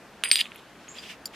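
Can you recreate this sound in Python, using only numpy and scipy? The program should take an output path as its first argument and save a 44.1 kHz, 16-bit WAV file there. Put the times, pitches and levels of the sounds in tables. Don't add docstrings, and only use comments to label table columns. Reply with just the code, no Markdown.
import sys
import numpy as np
from scipy import signal
from scipy.fft import rfft, irfft, next_fast_len
from scipy.io import wavfile
from scipy.ndimage import uniform_filter1d, map_coordinates

SR = 44100
rng = np.random.default_rng(int(sys.argv[2]) if len(sys.argv) > 2 else 0)


def elevation(decibels):
    levels = np.asarray(decibels, float)
    return 10 ** (levels / 20)


def waveform_to_disk(signal):
    frames = np.transpose(np.atleast_2d(signal))
    scaled = np.clip(frames, -1, 1) * 32767
    samples = np.round(scaled).astype(np.int16)
    wavfile.write(sys.argv[1], SR, samples)


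N = 59535

# (frequency [Hz], t60 [s], level [dB], left over right [dB])
FLAKE_MODES = [(4863, .15, 0, 2), (8122, .115, 3, 6), (8999, .085, 3, -5.5), (10810, .06, 0, 0),
               (12590, .08, -8, 1), (13400, .07, 3, 2)]
GRIP_S = .416
GRIPPED = .35
TIME = np.arange(N) / SR
SIDES = np.array([[.5], [-.5]])


def unit(x):
    return x / np.sqrt(np.mean(x ** 2) + 1e-20)


def along(points, hz):
    f, v = np.transpose(points)
    return np.interp(np.log(hz + 1), np.log(f + 1), v)


def level(rows):
    s, db = np.transpose(rows)
    return elevation(np.interp(TIME, s, db, left=-120, right=-120))


def wobble(rate):
    knots = rng.standard_normal(int(N * rate / SR) + 4)
    return map_coordinates(knots, [np.arange(N) * rate / SR])


def filtered(x, response):
    m = next_fast_len(N + SR // 4)
    return irfft(rfft(x, m) * response(np.fft.rfftfreq(m, 1 / SR)), m)[..., :N]


def resonances(rows):
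    def response(f):
        total = 0
        for k, (hz, width, db) in enumerate(rows):
            total = total + (-1) ** k * elevation(db) * 1j * f * width / (hz * hz - f * f + 1j * f * width)
        return total
    return response


def add_ring(out, s, hz, db, t60, attack_s, pan_db=0, lead=0):
    start = round(s * SR)
    t = np.arange(min(int(1.2 * t60 * SR) + 8, N - start)) / SR
    decay = elevation(db + SIDES * pan_db - 60 * t / t60)
    swing = np.sin(2 * np.pi * hz * t + SIDES * lead)
    out[:, start:][:, :len(t)] += decay * (1 - np.exp(-t / attack_s)) * swing


def strike(modes, hits):
    out = np.zeros((2, N))
    for s, hit_db in hits:
        for (hz, db, t60), u in zip(modes, rng.standard_normal(len(modes))):
            add_ring(out, s + abs(u) / hz, hz, hit_db + db + 1.5 * u, t60, .0003, 2 * u, u / 3)
    return out


def grains(count, spread_db):
    place, sign, size = rng.random((count, 3)).T
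    size = np.sign(sign - .5) * elevation(-spread_db * np.log(size))
    return unit(np.bincount((place * N).astype(int), size, N))


def scattered_tail(sample_count, t60):
    t = np.arange(sample_count) / SR
    noise = rng.standard_normal((3, len(t)))
    return t, (noise[0] + .5 * noise[1:]) * elevation(-60 * t / t60)


def clicks():
    # (centre [s], peak [dB],
    # pitch [Hz], width [ms])
    contacts = [(0.2376, -5.2, 2830.0, 0.45), (0.2425, -20.6, 2670.0, 0.68), (0.2467, -25.8, 2750.0, 0.57),
                (0.2501, -20.4, 2330.0, 0.63), (0.2536, -24.3, 2250.0, 0.86), (0.2557, -16.7, 2610.0, 0.57),
                (0.2584, -14.8, 2620.0, 0.54), (0.2613, -24.4, 2610.0, 0.52), (0.2633, -24.0, 2390.0, 0.66),
                (0.2682, -25.0, 2770.0, 0.54), (0.273, -26.8, 2620.0, 0.68), (0.2756, -23.2, 2530.0, 0.63),
                (0.2829, -24.3, 2790.0, 0.5), (0.287, -25.1, 2390.0, 0.63), (0.3032, -22.9, 2920.0, 0.48),
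                (0.3145, 1.5, 4580.0, 0.57), (0.322, -18.7, 2900.0, 0.7), (0.3303, -11.7, 3730.0, 0.39),
                (0.3573, -2.0, 3570.0, 0.36), (0.3643, -20.1, 3780.0, 0.57), (0.3708, -14.1, 3260.0, 1.0),
                (0.3769, -17.8, 3640.0, 0.39), (0.3845, -19.6, 3580.0, 0.39), (0.3911, -15.4, 3090.0, 1.11),
                (0.3929, -17.2, 2990.0, 0.73), (0.4004, -16.1, 3030.0, 0.68), (0.4069, -11.8, 3590.0, 0.41),
                (0.409, -8.2, 3790.0, 0.39), (0.4127, -6.5, 3160.0, 0.95),
                (.2373, -17, 9000, .45), (.2869, -28, 9700, .5), (.3151, -3, 4500, .8), (.3152, -9, 2400, 1.6),
             (.4567, -25.4, 2910, .79), (.4677, -29.5, 2660, .66), (.5194, -26.9, 2610, .61),
             (.5589, -31.4, 2730, .57), (.8816, -34.3, 2580, .48), (.9676, -32, 3260, .52),
             (.9856, -31, 3350, 2.6), (1.2783, -38, 3900, .4), (1.2578, -24.5, 4670, 2.6),
             (1.2562, -36, 2500, .3), (.2374, -23, 6500, .6), (.2374, -29, 14800, .35),
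             (.2378, -18, 1950, 1.0), (.3148, -9, 5500, .6), (.3147, -24, 14000, .3),
             (.3152, -11, 3250, 1.3), (.3575, -25, 9300, .7), (.3985, -33, 9300, 1.2),
             (.9793, -36, 3100, .6), (1.0392, -34, 3200, 1.0), (1.0672, -35, 3400, .3),
             (1.0985, -33, 2800, 1.0), (1.1022, -36, 2600, .9), (1.1072, -34, 2500, .9),
             (1.1202, -35, 2600, .7), (.2378, -32, 480, 1.6)]
    events = contacts
    out = np.zeros((2, N))
    ms = np.arange(-150, 150) / SR * 1000
    for (s, db, hz, width), z in zip(events, rng.standard_normal((len(events), 3))):
        bell = np.exp(-np.log(16) * (ms / (width * np.where(ms > 0, 1.3, .75))) ** 2)
        side_phase = SIDES * hz / 14000 * (1 + z[2] / 3)
        swing = np.sin(2 * np.pi * hz * ms / 1000 + 0.31 * z[0] + side_phase)
        swing = swing + elevation(-14) * np.sin(2 * np.pi * hz * 0.73 * ms / 1000 + z[1])
        crack = elevation(db - 5) * np.exp(-((ms + width / 3) / .025) ** 2)
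        pan = elevation(-.8 * SIDES * (1 + z[2]))
        out[:, round(s * SR) - 150:][:, :300] += elevation(db - 1.2) * (bell * swing * pan + crack)
    return filtered(out, lambda f: 1j * f / (450 + 1j * f))


def flake():
    # (time [s], low mode [dB], second [dB], third [dB], top modes [dB])
    rings = [(.2372, -35, -36, -29, -46), (.246, -50, -50, -32, -52), (.2613, -50, -60, -40, -62),
             (.2757, -52, -50, -39, -66), (.287, -48, -60, -31, -52), (.3145, -38, -34, -16, -44),
             (.3175, -60, -32, -60, -60), (.3215, -45, -29, -45, -38), (.330, -28, -36, -38, -46),
             (.3572, -38, -44, -28, -39), (.3655, -29, -52, -50, -60), (.390, -38, -58, -43, -57),
             (.4065, -32, -46, -38, -47), (.9845, -37, -75, -75, -80)]
    grip_t60_s, loose = .03, .65
    out = np.zeros((len(FLAKE_MODES), 2, N))
    for s, low_db, second_db, third_db, top_db in rings:
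        hits_db = [low_db, second_db, third_db, top_db, top_db, top_db]
        late = rng.random(len(FLAKE_MODES))
        for row, (hz, t60, db, pan_db), hit_db, u in zip(out, FLAKE_MODES, hits_db, late):
            in_step = np.ceil(s * hz + u / 5) / hz
            left_s = t60 * (loose if s > GRIP_S else 1)
            add_ring(row, in_step, hz, db + hit_db, left_s, .0004, pan_db, u - .5)
    held = np.clip(TIME - GRIP_S, 0, 1)
    mute = elevation(-60 * held / grip_t60_s)
    low = out[0] * np.where(held < .5, mute ** GRIPPED, 1)
    return low + out[1:].sum(0) * mute


def larger_flint():
    # (frequency [Hz], level [dB], t60 [s])
    modes = [(6500, -6, .008), (8161, -6, .047), (8608, -12, .09), (9195, -10, .07), (9862, -14, .055),
             (10820, -6, .055), (11860, -18, .02), (12580, -20, .08)]
    # (time [s], level [dB])
    hits = [
        (.237, -29),
        (.3145, -36),
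        (.4085, -38),
    ]
    return strike(modes, hits)


def chatter():
    # (time [s], level [dB])
    rattle = [
        (.2372, -33),
        (.25, -41),
        (.285, -47.5),
        (.31, -46.5),
    ]
    # (time [s], level [dB])
    slide = [
        (.3145, -29),
        (.37, -35),
        (.412, -25.5),
        (.42, -39),
        (.45, -49),
        (.458, -42.5),
        (.475, -54),
        (.5, -60),
        (.6, -53),
    ]
    # (frequency [Hz], width [Hz], level [dB])
    stone_peaks = [(1900, 300, -2), (2500, 500, -2), (3250, 700, 0), (4300, 700, -11), (6500, 2500, -26),
                   (10000, 4000, -25)]

    def stone(f):
        return resonances(stone_peaks)(f) * (1j * f / (1300 + 1j * f)) ** 4 / (1 + (f / 13800) ** 16)

    drive = grains(count=2600, spread_db=2.4)
    drive = drive + .35 * rng.standard_normal(N) + .35 * rng.standard_normal((2, N))
    drive = drive * (level(rattle) + level(slide)) / np.std(filtered(drive, stone))
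    modes = []
    for hz, t60, db, _ in FLAKE_MODES:
        width_hz = 3 * np.log(1000) / np.pi / t60
        modes.append((hz, width_hz, db - 8 - hz / 1800))
    ring = filtered(drive, resonances(modes)) * np.where(TIME < GRIP_S, 1, GRIPPED)
    return filtered(drive, stone) * elevation([[-.6], [.6]]) + ring


def rub():
    # (time [s], level [dB], share of the lower cupped-hand colour [0-1])
    strokes = [(.8, -62, .3), (.946, -60, .3), (.953, -52, .3), (.967, -48, .2), (.99, -46, .1),
               (1.0, -52, .1), (1.016, -54, .1), (1.038, -43, .2), (1.047, -51, .3), (1.068, -44, .2),
               (1.08, -53, .1), (1.092, -46, .3), (1.1, -41, .8), (1.113, -43, 1), (1.126, -49, 1),
               (1.146, -53, 1), (1.152, -62, 1), (1.17, -70, 1)]
    # (frequency [Hz], level [dB per Hz])
    skin = [(880, -65), (1500, -7.5), (2460, -2.5), (3410, -5), (4370, -12), (4830, -7.5), (5660, -13),
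            (16000, -33.5)]
    cup_hz, open_hz, cup_wide_hz = 2550, 3300, 1500
    late_s, late_db, sheen_db = 1.335, -49, -1.5

    def hand(hz):
        def response(f):
            hollow = .3 + 1 / (1 + ((f - hz) / cup_wide_hz * 2) ** 2)
            return elevation(along(skin, f)) * (f > 900) / (1 + (f / 6000) ** 2) * hollow
        return response

    drive = grains(count=9000, spread_db=2.2)
    drive = drive + .35 * rng.standard_normal((2, N)) + .7 * rng.standard_normal(N)
    drive = drive * elevation(2 * wobble(200))
    s, db, cupped = np.transpose(strokes)
    cupped = np.interp(TIME, s, cupped, right=.5)
    closed_hand = unit(filtered(drive, hand(cup_hz)))
    open_hand = unit(filtered(drive[:, ::-1], hand(open_hz)))
    rough = np.sqrt(cupped) * closed_hand + np.sqrt(1 - cupped) * open_hand
    stroke = level(list(zip(s, db))) + level([(late_s, late_db), (N / SR, late_db)])
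    hiss = rng.standard_normal((2, N)) + rng.standard_normal(N)
    sheen = unit(filtered(hiss, lambda f: elevation(along(skin, f)) * f / (f + 6000)))
    smooth_stroke = uniform_filter1d(stroke, SR // 40)
    return (rough * stroke + elevation(sheen_db) * sheen * smooth_stroke) * elevation([[-.5], [.5]])


def chip():
    # (frequency [Hz], level [dB], t60 [s])
    modes = [(4522, -12, .04), (4673, -5, .04), (5033, -4, .045), (5330, -8, .06), (5652, -13, .04),
             (6686, -15, .05), (7041, -4, .04), (7400, -17, .11), (8457, -12, .012), (9700, -20, .05),
             (10690, -16, .05), (10990, -6, .037), (12390, -5, .04)]
    # (time [s], level [dB])
    hits = [
        (1.256, -31),
        (1.2612, -41),
        (1.2645, -45),
        (1.2688, -44),
        (1.2722, -45),
    ]
    rest_s, rest_db = 1.2738, -9
    out = strike(modes, hits)
    start = round(hits[0][0] * SR)
    t = np.arange(SR // 10) / SR
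    fizz = rng.standard_normal((2, len(t))) * (elevation(-60 * t / .005) + elevation(-13 - 60 * t / .05))
    out[:, start:][:, :len(t)] += elevation(-28) * np.diff(fizz, prepend=0)[:, :N - start]
    return out * elevation(rest_db * np.clip((TIME - rest_s) * 500, 0, 1))


def crumb():
    # (frequency [Hz], level [dB], t60 [s])
    modes = [(2050, -47, .04), (10410, -48, .03), (11470, -44, .012), (13700, -42, .02)]
    # (time [s], level [dB])
    hits = [
        (.5455, -9),
        (.5587, 0),
    ]
    return strike(modes, hits)


def yard(x):
    t, tail = scattered_tail(SR // 8, t60=.055)
    tail = tail * (t > .0015)
    tail = tail / np.linalg.norm(tail[0])
    return elevation(-16) * signal.fftconvolve(x.mean(0)[None], tail, axes=1)[:, :N]


def bird():
    start_s, length_s, glide_s = .883, .028, .011
    from_hz, to_hz = 6200, 7800
    t = np.arange(round(length_s * SR)) / SR
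    hz = to_hz + (from_hz - to_hz) * np.exp(-t / glide_s)
    note = np.sin(np.pi * np.sqrt(t / length_s)) * np.sin(2 * np.pi * np.cumsum(hz) / SR)
    _, tail = scattered_tail(SR // 3, t60=.38)
    tail = elevation(4) * tail / np.linalg.norm(tail[0])
    tail[:, 0] += 1
    call = signal.fftconvolve(note[None], tail, axes=1)
    return elevation(-43.5) * np.pad(call, ((0, 0), (round(start_s * SR), N)))[:, :N]


def air():
    # (frequency [Hz], level [dB per Hz])
    colour = [(15, -44), (25, -5), (118, -8.5), (203, -1.5), (267, -4.5), (412, -6.5), (1520, -10.5),
              (15000, -35.5), (16700, -55)]
    # (frequency [Hz], correlation [0-1])
    alike = [(60, 0.93), (380, 0.99), (2380, 0.92), (15000, 0.037)]
    z = signal.stft(rng.standard_normal((2, N)), nperseg=512)[2]
    patches = uniform_filter1d(rng.standard_normal(z.shape[1:]), 6, 0)
    patches = uniform_filter1d(patches, 12, 1)
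    pair = signal.istft(z * elevation(1.04 * unit(patches)), nperseg=512)[1][:, :N]

    def mid_side(hz):
        turn = np.arccos(np.clip(along(alike, hz), -1, 1)) / 2
        return elevation(along(colour, hz)) * [np.cos(turn), np.sin(turn)]

    mid, side = filtered(pair, mid_side)
    stereo = unit(np.array([mid + side, mid - side]))
    return elevation(-49.5 + 0.12 * wobble(7.4)) * stereo * elevation([[.4], [-.4]])


def scene():
    stones = clicks() + flake() + larger_flint() + chatter() + chip() + crumb()
    return stones + yard(stones) + rub() + bird() + air()


def empty_bands(x):
    # (start [s], end [s], low edge [Hz], high edge [Hz])
    bands = [
        (.2415, .309, 13800, 20000),
        (.319, .47, 14000, 20000),
        (.245, .308, 5150, 6100),
        (.245, .258, 11400, 12300),
        (.291, .309, 11800, 13100),
        (.405, .47, 12700, 13100),
    ]
    for start, end, low_hz, high_hz in bands:
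        shut = uniform_filter1d(1. * ((TIME > start) & (TIME < end)), SR // 300)
        x = x - shut * filtered(x, lambda f: (f > low_hz) & (f < high_hz))
    return x


def low_pass(x):
    return signal.sosfilt(signal.butter(12, 16840, fs=SR, output="sos"), x)


def record(dry):
    def microphone(hz):
        return (hz < 16800) * (1j * hz / (50 + 1j * hz)) ** 2 / (1 + (hz / 15400) ** 24)

    x = dry / (1 + np.abs(dry / 1.2) ** 4) ** (1 / 4)
    mix = empty_bands(filtered(x, microphone))
    return low_pass(mix)


dry = scene()
out = record(dry)
waveform_to_disk(out)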